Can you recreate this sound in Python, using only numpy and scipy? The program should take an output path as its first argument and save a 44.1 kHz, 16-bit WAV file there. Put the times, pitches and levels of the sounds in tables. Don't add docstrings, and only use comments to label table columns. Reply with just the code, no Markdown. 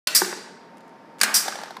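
import sys
import numpy as np
from scipy import signal
from scipy.fft import rfft, irfft
from scipy.io import wavfile

SR = 44100
rng = np.random.default_rng(int(sys.argv[2]) if len(sys.argv) > 2 else 0)


def transcribe(u):
    v = np.clip(np.atleast_2d(u).T, -1, 1)
    q = np.round(v * 32767).astype(np.int16)
    wavfile.write(sys.argv[1], SR, q)


N = 79380
T = np.arange(SR * 2 // 5) / SR

# t/s, level/dB, rise/s, hold/s, t60/s, frame/dB, crack and ring tilts/(dB per octave)
BLOWS = [(1.2129, -9, 0.00072, 0.0024, 0.0178, 1, -.6, 1),
         (1.2322, -12, .0003, 0.00042, 0.0728, -9, 0.4, -3),
         (1.234, -13, 0.00048, 0.0015, 0.0315, -4.5, -1.65, -4.5)]
# f/Hz, level/dB
CRACK_COLOUR = [(30, -4.5), (110, -22), (220, -17.5), (600, -10), (1100, -1.5), (2000, 5), (3000, -3),
                (4700, 1), (6000, -2.5), (7000, -3), (9000, -2), (12000, -10), (15000, -10.5)]
# f/Hz, level/dB, t60/s
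FRAME_MODES = [(213.1, -25, 0.95), (897, -20, 0.033), (1682, -3, 0.02), (2110, -16, 0.035),
               (2370, -12, 0.021), (4240, -9, 0.018), (4674, 1.5, 0.015), (8060, -12, .02)]
FRAME_RING_DB, FRAME_RATTLE_DB = -4.5, -11.5

# t/s, level/dB, rise/s, hold/s, t60/s
PUFFS = [(0.148, -11, .002, 0.018, 0.1657), (1.3407, -14.5, 0.0025, 0.028, 0.1864)]
# f/Hz, level/dB
AIR_COLOUR = [(30, -29.5), (120, -29), (250, -19.5), (800, -20.5), (1250, -8.5), (2200, -5.5),
              (2900, -14.5), (3700, -7), (4350, -4.5), (4700, 4), (5750, 3), (6500, -3), (7700, -0.5),
              (9000, 1), (10100, -0.5), (10800, -6.5), (12600, -1.5), (14200, -7.5), (15000, -6)]
# f/Hz, width/Hz, level/dB
PORT_WHISTLES = [(4800, 90, -10.5), (4993, 45, -13.5), (5650, 200, -12), (8020, 65, -21.5),
                 (9850, 130, -22)]
SPIT_DB = -6.5

# t/s, level/dB, hold/s, t60/s
CLICK = (.0724, -9.5, .0006, .008)
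# delay/s, level/dB
CLICK_ECHOES = [(.0013, -10.5), (.0036, -8), (.0055, -11.5)]
# f/Hz, level/dB
CLICK_COLOUR = [(100, -15.5), (330, -19.5), (580, -11.5), (900, -10.5), (1500, -4.5), (2400, -8),
                (3700, -0.5), (4800, 3), (6500, -7.5), (9000, -6.5), (12000, -9.5), (15000, -13)]
# f/Hz, level/dB, t60/s
VALVE_MODES = [(582, -21, 0.17), (1503, -19, 0.075), (1601, -25, .1), (2667, -27, 0.12), (3680, -21, .05),
               (4260, -15, 0.049), (4755, -11.5, .04), (5310, -20.5, .09)]
VALVE_RATTLE_DB = -15

# t/s, level/dB, noise layer/dB
THUDS = [(0.2169, -13.5, -10.5), (0.246, -38.5, 8), (0.3265, -39, 11)]
# f/Hz, level/dB, t60/s
HOLLOW_MODES = [(187, -17.5, 0.35), (334, -14.5, 0.064), (376, -3, 0.081), (418, -13, 0.12),
                (871, -.5, 0.016), (1205, -9, 0.018), (1510, -2, .011)]
# f/Hz, level/dB
THUD_COLOUR = [(60, -34), (250, -15), (500, 1), (900, -5), (1700, 1.5), (2400, -12), (5000, -30),
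               (15000, -47)]
THUD_RISE_S, THUD_HOLD_S = 0.0023, 0.0029

# t/s, level/dB, f/Hz, tap/dB
BOUNCES = [(1.459, -28.5, 796, -14), (1.4805, -18.5, 772, -0.5), (1.521, -27, 1306, -8),
           (1.5545, -25.5, 810, -5), (1.587, -27.5, 870, -12), (1.6145, -29, 812, -10),
           (1.634, -30, 854, -2), (1.657, -40, 885, -1), (1.680, -39, 1190, -12), (1.7059, -24, 782, -14),
           (1.7666, -27.5, 1020, -8)]
# ratio to the bounce's f, level/dB, t60/s
CHUTE_MODES = [(.78, -9.5, 0.027), (1, -0.5, 0.027), (1.11, -9.5, 0.026), (2.05, -12, .025)]
# f/Hz, level/dB
TAP_COLOUR = [(40, -10), (150, -15), (500, -2.5), (1600, 2.5), (2600, -9), (3600, 0.5), (5000, -2.5),
              (7000, -14.5), (12000, -16), (15000, -24)]
TAP_RISE_S, TAP_HOLD_S, CHUTE_DETUNE = 0.0017, 0.0018, 0.026
# t/s, level/dB
SCRAPE_ENVELOPE = [(1.40, -57), (1.46, -35.5), (1.53, -41), (1.64, -42), (1.72, -48), (1.8, -52.5)]
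# f/Hz, level/dB
SCRAPE_COLOUR = [(100, -27), (350, 5), (900, -0.5), (1600, 5.5), (2600, -6.5), (4800, -7), (8000, -18.5),
                 (15000, -28.5)]

# t/s, level/dB
TICKS = [(0.7704, -52.5), (0.781, -52), (0.806, -53.5), (0.8123, -65), (0.879, -58), (0.893, -60),
         (1.185, -47), (1.192, -40.5), (1.202, -35), (1.2079, -38.5)]
# f/Hz, level/dB
GLASS_COLOUR = [(100, -2), (1500, 2.5), (4000, -3), (6000, -1.5), (8500, -5), (12000, -9), (15000, -18)]

# f/Hz, level/dB
HUM = [(916, -54.5)]
# f/Hz, level/dB
BED_COLOUR = [(30, -40), (86, -28), (125, -16), (170, -4.5), (230, -2), (310, -5.5), (440, -6.5), (670, -8),
              (900, -7.5), (1100, -12.5), (1800, -16), (3000, -28.5), (4000, -31.5), (5100, -29.5),
              (6500, -40), (11000, -45.5), (16000, -54)]
HUM_WAVER, BED_DB = 0.003, -48

# f/Hz, level/dB
BENCH_COLOUR = [(150, -20), (500, -7.5), (900, -4.5), (2200, -8), (4500, -18.5), (14000, -20.5)]
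BENCH_GAP_S, BENCH_T60_S = 0.007, 0.11
# f/Hz, t60/s
ROOM_T60 = [(150, 0.7), (400, 0.87), (1500, 0.92), (3000, 0.92), (5500, 0.69), (9000, 0.54), (14000, .37)]
# f/Hz, level/dB
ROOM_SEND = [(100, -6), (200, 6.5), (370, -0.5), (600, 3), (1000, -5), (1400, 0), (3000, -3.5),
             (4200, -3.5), (4900, -12), (6500, -4), (9000, -9.5), (14000, -12.5)]
# f/Hz, level/dB
SNAP_SEND = [(100, -7), (220, -7), (300, -2), (450, 8), (700, 1.5), (1250, 3), (1700, -3), (3000, -2),
             (4100, -9), (4700, -13), (5300, -9.5), (9000, -12.5), (14000, -13)]
ROOM_GAP_S, ROOM_BUILD_S = 0.0069, 0.03
LOW_CUT_HZ, CHUTE_CUT_HZ, HIGH_CUT_HZ = 166, 460, 15400
START_S = 0.07


def snaps():
    out = np.zeros(N)
    for s, db, rise, hold, t60, frame_db, crack_tilt, ring_tilt in BLOWS:
        crack = noise(CRACK_COLOUR, crack_tilt) * burst(rise, hold, t60)
        rattle = amp(FRAME_RATTLE_DB) * noise(CRACK_COLOUR, crack_tilt) * burst(0.0025, hold, t60=0.1)
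        modes = [(hz, mode_db + ring_tilt * np.log2(max(hz, 1600) / 2800), ring_s)
                 for hz, mode_db, ring_s in FRAME_MODES]
        ring = amp(FRAME_RING_DB) * soft_ring(modes, rise=0.00096, hold=hold)
        add(out, s, amp(db) * (crack + amp(frame_db) * (rattle + ring)))
    return out


def exhaust():
    out = np.zeros(N)
    for s, db, rise, hold, t60 in PUFFS:
        hiss = noise(AIR_COLOUR)
        whistles = sum(amp(level) * narrow_noise(hz, width) for hz, width, level in PORT_WHISTLES)
        jet = unit(hiss + whistles) * burst(rise, hold, t60)
        spit = amp(SPIT_DB) * noise(AIR_COLOUR, tilt_db=5) * burst(0.001, 0.003, t60=0.035)
        add(out, s, amp(db) * (jet + spit))
    return out


def valve_click():
    s, db, hold, t60 = CLICK
    out = np.zeros(N)
    for delay, echo_db in [(0.00054, 0)] + CLICK_ECHOES:
        add(out, s + delay, amp(db + echo_db) * noise(CLICK_COLOUR) * burst(0.0001, hold, t60))
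    rattle = amp(VALVE_RATTLE_DB) * noise(CLICK_COLOUR) * burst(0.0018, 0.003, t60=0.096)
    ring = low_cut(hard_ring(VALVE_MODES), hz=1000, order=2)
    add(out, s, amp(db) * (ring + rattle))
    return out


def thuds():
    out = np.zeros(N)
    for s, db, puff_db in THUDS:
        body = soft_ring(HOLLOW_MODES, THUD_RISE_S, THUD_HOLD_S)
        puff = amp(puff_db) * noise(THUD_COLOUR) * burst(0.00023, THUD_HOLD_S, t60=0.027)
        add(out, s, amp(db) * (body + puff))
    return out


def bounces():
    out = np.zeros(N)
    for s, db, hz, tap_db in BOUNCES:
        tap = amp(tap_db) * noise(TAP_COLOUR) * burst(TAP_RISE_S, TAP_HOLD_S, t60=0.023)
        spot = [(hz * ratio * (1 + CHUTE_DETUNE * rng.standard_normal()), mode_db, t60)
                for ratio, mode_db, t60 in CHUTE_MODES]
        add(out, s, amp(db) * (soft_ring(spot, TAP_RISE_S, TAP_HOLD_S) + tap))
    return out


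def scrape():
    envelope_db = np.interp(np.arange(N) / SR, *np.transpose(SCRAPE_ENVELOPE), left=-np.inf)
    return noise(SCRAPE_COLOUR, size=N) * amp(envelope_db)


def ticks():
    out = np.zeros(N)
    for s, db in TICKS:
        add(out, s, amp(db) * noise(GLASS_COLOUR) * burst(0.00021, 0.00083, t60=0.024))
    return out


def machine():
    speed = 1 + HUM_WAVER * narrow_noise(hz=0, width_hz=8, size=N)
    hum = sum(amp(db) * np.sqrt(2) * np.sin(2 * np.pi * hz * np.cumsum(speed) / SR) for hz, db in HUM)
    return hum + amp(BED_DB) * noise(BED_COLOUR, size=N)


def bench(x):
    echoes = rng.standard_normal(len(T)) * fade(T, BENCH_T60_S) * (T > BENCH_GAP_S)
    return signal.fftconvolve(x, colour(echoes / np.linalg.norm(echoes), BENCH_COLOUR))[:N]


def room(x, send_eq):
    hz, t, bands = signal.stft(rng.standard_normal(SR), SR, nperseg=256)
    t60 = read(ROOM_T60, hz)[:, None]
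    equal_energy = np.sqrt(2 * np.log(1000) / (t60 * SR))
    bands = bands * fade(t, t60) * amp(read(send_eq, hz))[:, None] * equal_energy
    tail = signal.istft(bands, SR, nperseg=256)[1][:SR]
    build = np.clip((np.arange(SR) / SR - ROOM_GAP_S) / ROOM_BUILD_S, 0, 1)
    return signal.fftconvolve(x, tail * build)[:N]


def hard_ring(modes):
    return sum(amp(db) * fade(T, t60) * np.cos(2 * np.pi * hz * T) for hz, db, t60 in modes)


def soft_ring(modes, rise, hold):
    return sum(amp(db) * burst(rise, hold, t60) * np.sin(2 * np.pi * (hz * T + rng.random()))
               for hz, db, t60 in modes)


def noise(spectrum, tilt_db=0, size=len(T)):
    return unit(colour(rng.standard_normal(size), spectrum, tilt_db))


def narrow_noise(hz, width_hz, size=len(T)):
    f = np.fft.rfftfreq(size, 1 / SR)
    return unit(irfft(rfft(rng.standard_normal(size)) / (1 + ((f - hz) / width_hz) ** 2), size))


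def burst(rise, hold, t60):
    return np.minimum(T / rise, 1) * fade(np.maximum(T - hold, 0), t60)


def fade(t, t60):
    return np.exp(-np.log(1000) * t / t60)


def colour(x, spectrum, tilt_db=0):
    hz = np.fft.rfftfreq(len(x), 1 / SR)
    return irfft(rfft(x) * amp(read(spectrum, hz) + tilt_db * np.log2(hz + 1)), len(x))


def low_cut(x, hz, order):
    return signal.sosfilt(signal.butter(order, hz, "high", fs=SR, output="sos"), x)


def read(points, hz):
    f, value = np.transpose(points)
    return np.interp(np.log(hz + 1), np.log(f + 1), value)


def amp(db):
    return 10 ** (np.asarray(db) / 20)


def unit(x):
    return x / np.sqrt(np.mean(x ** 2) + 1e-20)


def add(mix, s, sound):
    part = mix[round(s * SR):][:len(sound)]
    part += sound[:len(part)]


def scene():
    valve, snap, air, tick = valve_click(), snaps(), exhaust(), ticks()
    thud = low_cut(thuds(), LOW_CUT_HZ, order=2)
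    bounce = low_cut(bounces(), CHUTE_CUT_HZ, order=2)
    early = bench(amp(4) * valve + amp(-5) * snap + amp(-9.5) * thud + amp(-6.5) * bounce)
    close = valve + snap + air + thud + bounce + scrape() + tick
    send = amp(2.5) * valve + amp(-0.68) * air + amp(-7) * thud + amp(-9.5) * bounce + amp(1) * tick
    reverb = room(send, ROOM_SEND) + room(snap, SNAP_SEND)
    return (low_cut(close + early + reverb, LOW_CUT_HZ, order=4) + machine())[None]


def record(dry, ceiling=0.75):
    live = dry * np.clip((np.arange(N) / SR - START_S) / 0.002, 0, 1)
    rounded = live / (1 + (live / ceiling) ** 4) ** (1 / 4)
    high_cut = signal.firwin(255, HIGH_CUT_HZ, window=("kaiser", 8), fs=SR)
    return signal.oaconvolve(rounded, high_cut[None], "same")


dry = scene()
out = record(dry)
transcribe(out)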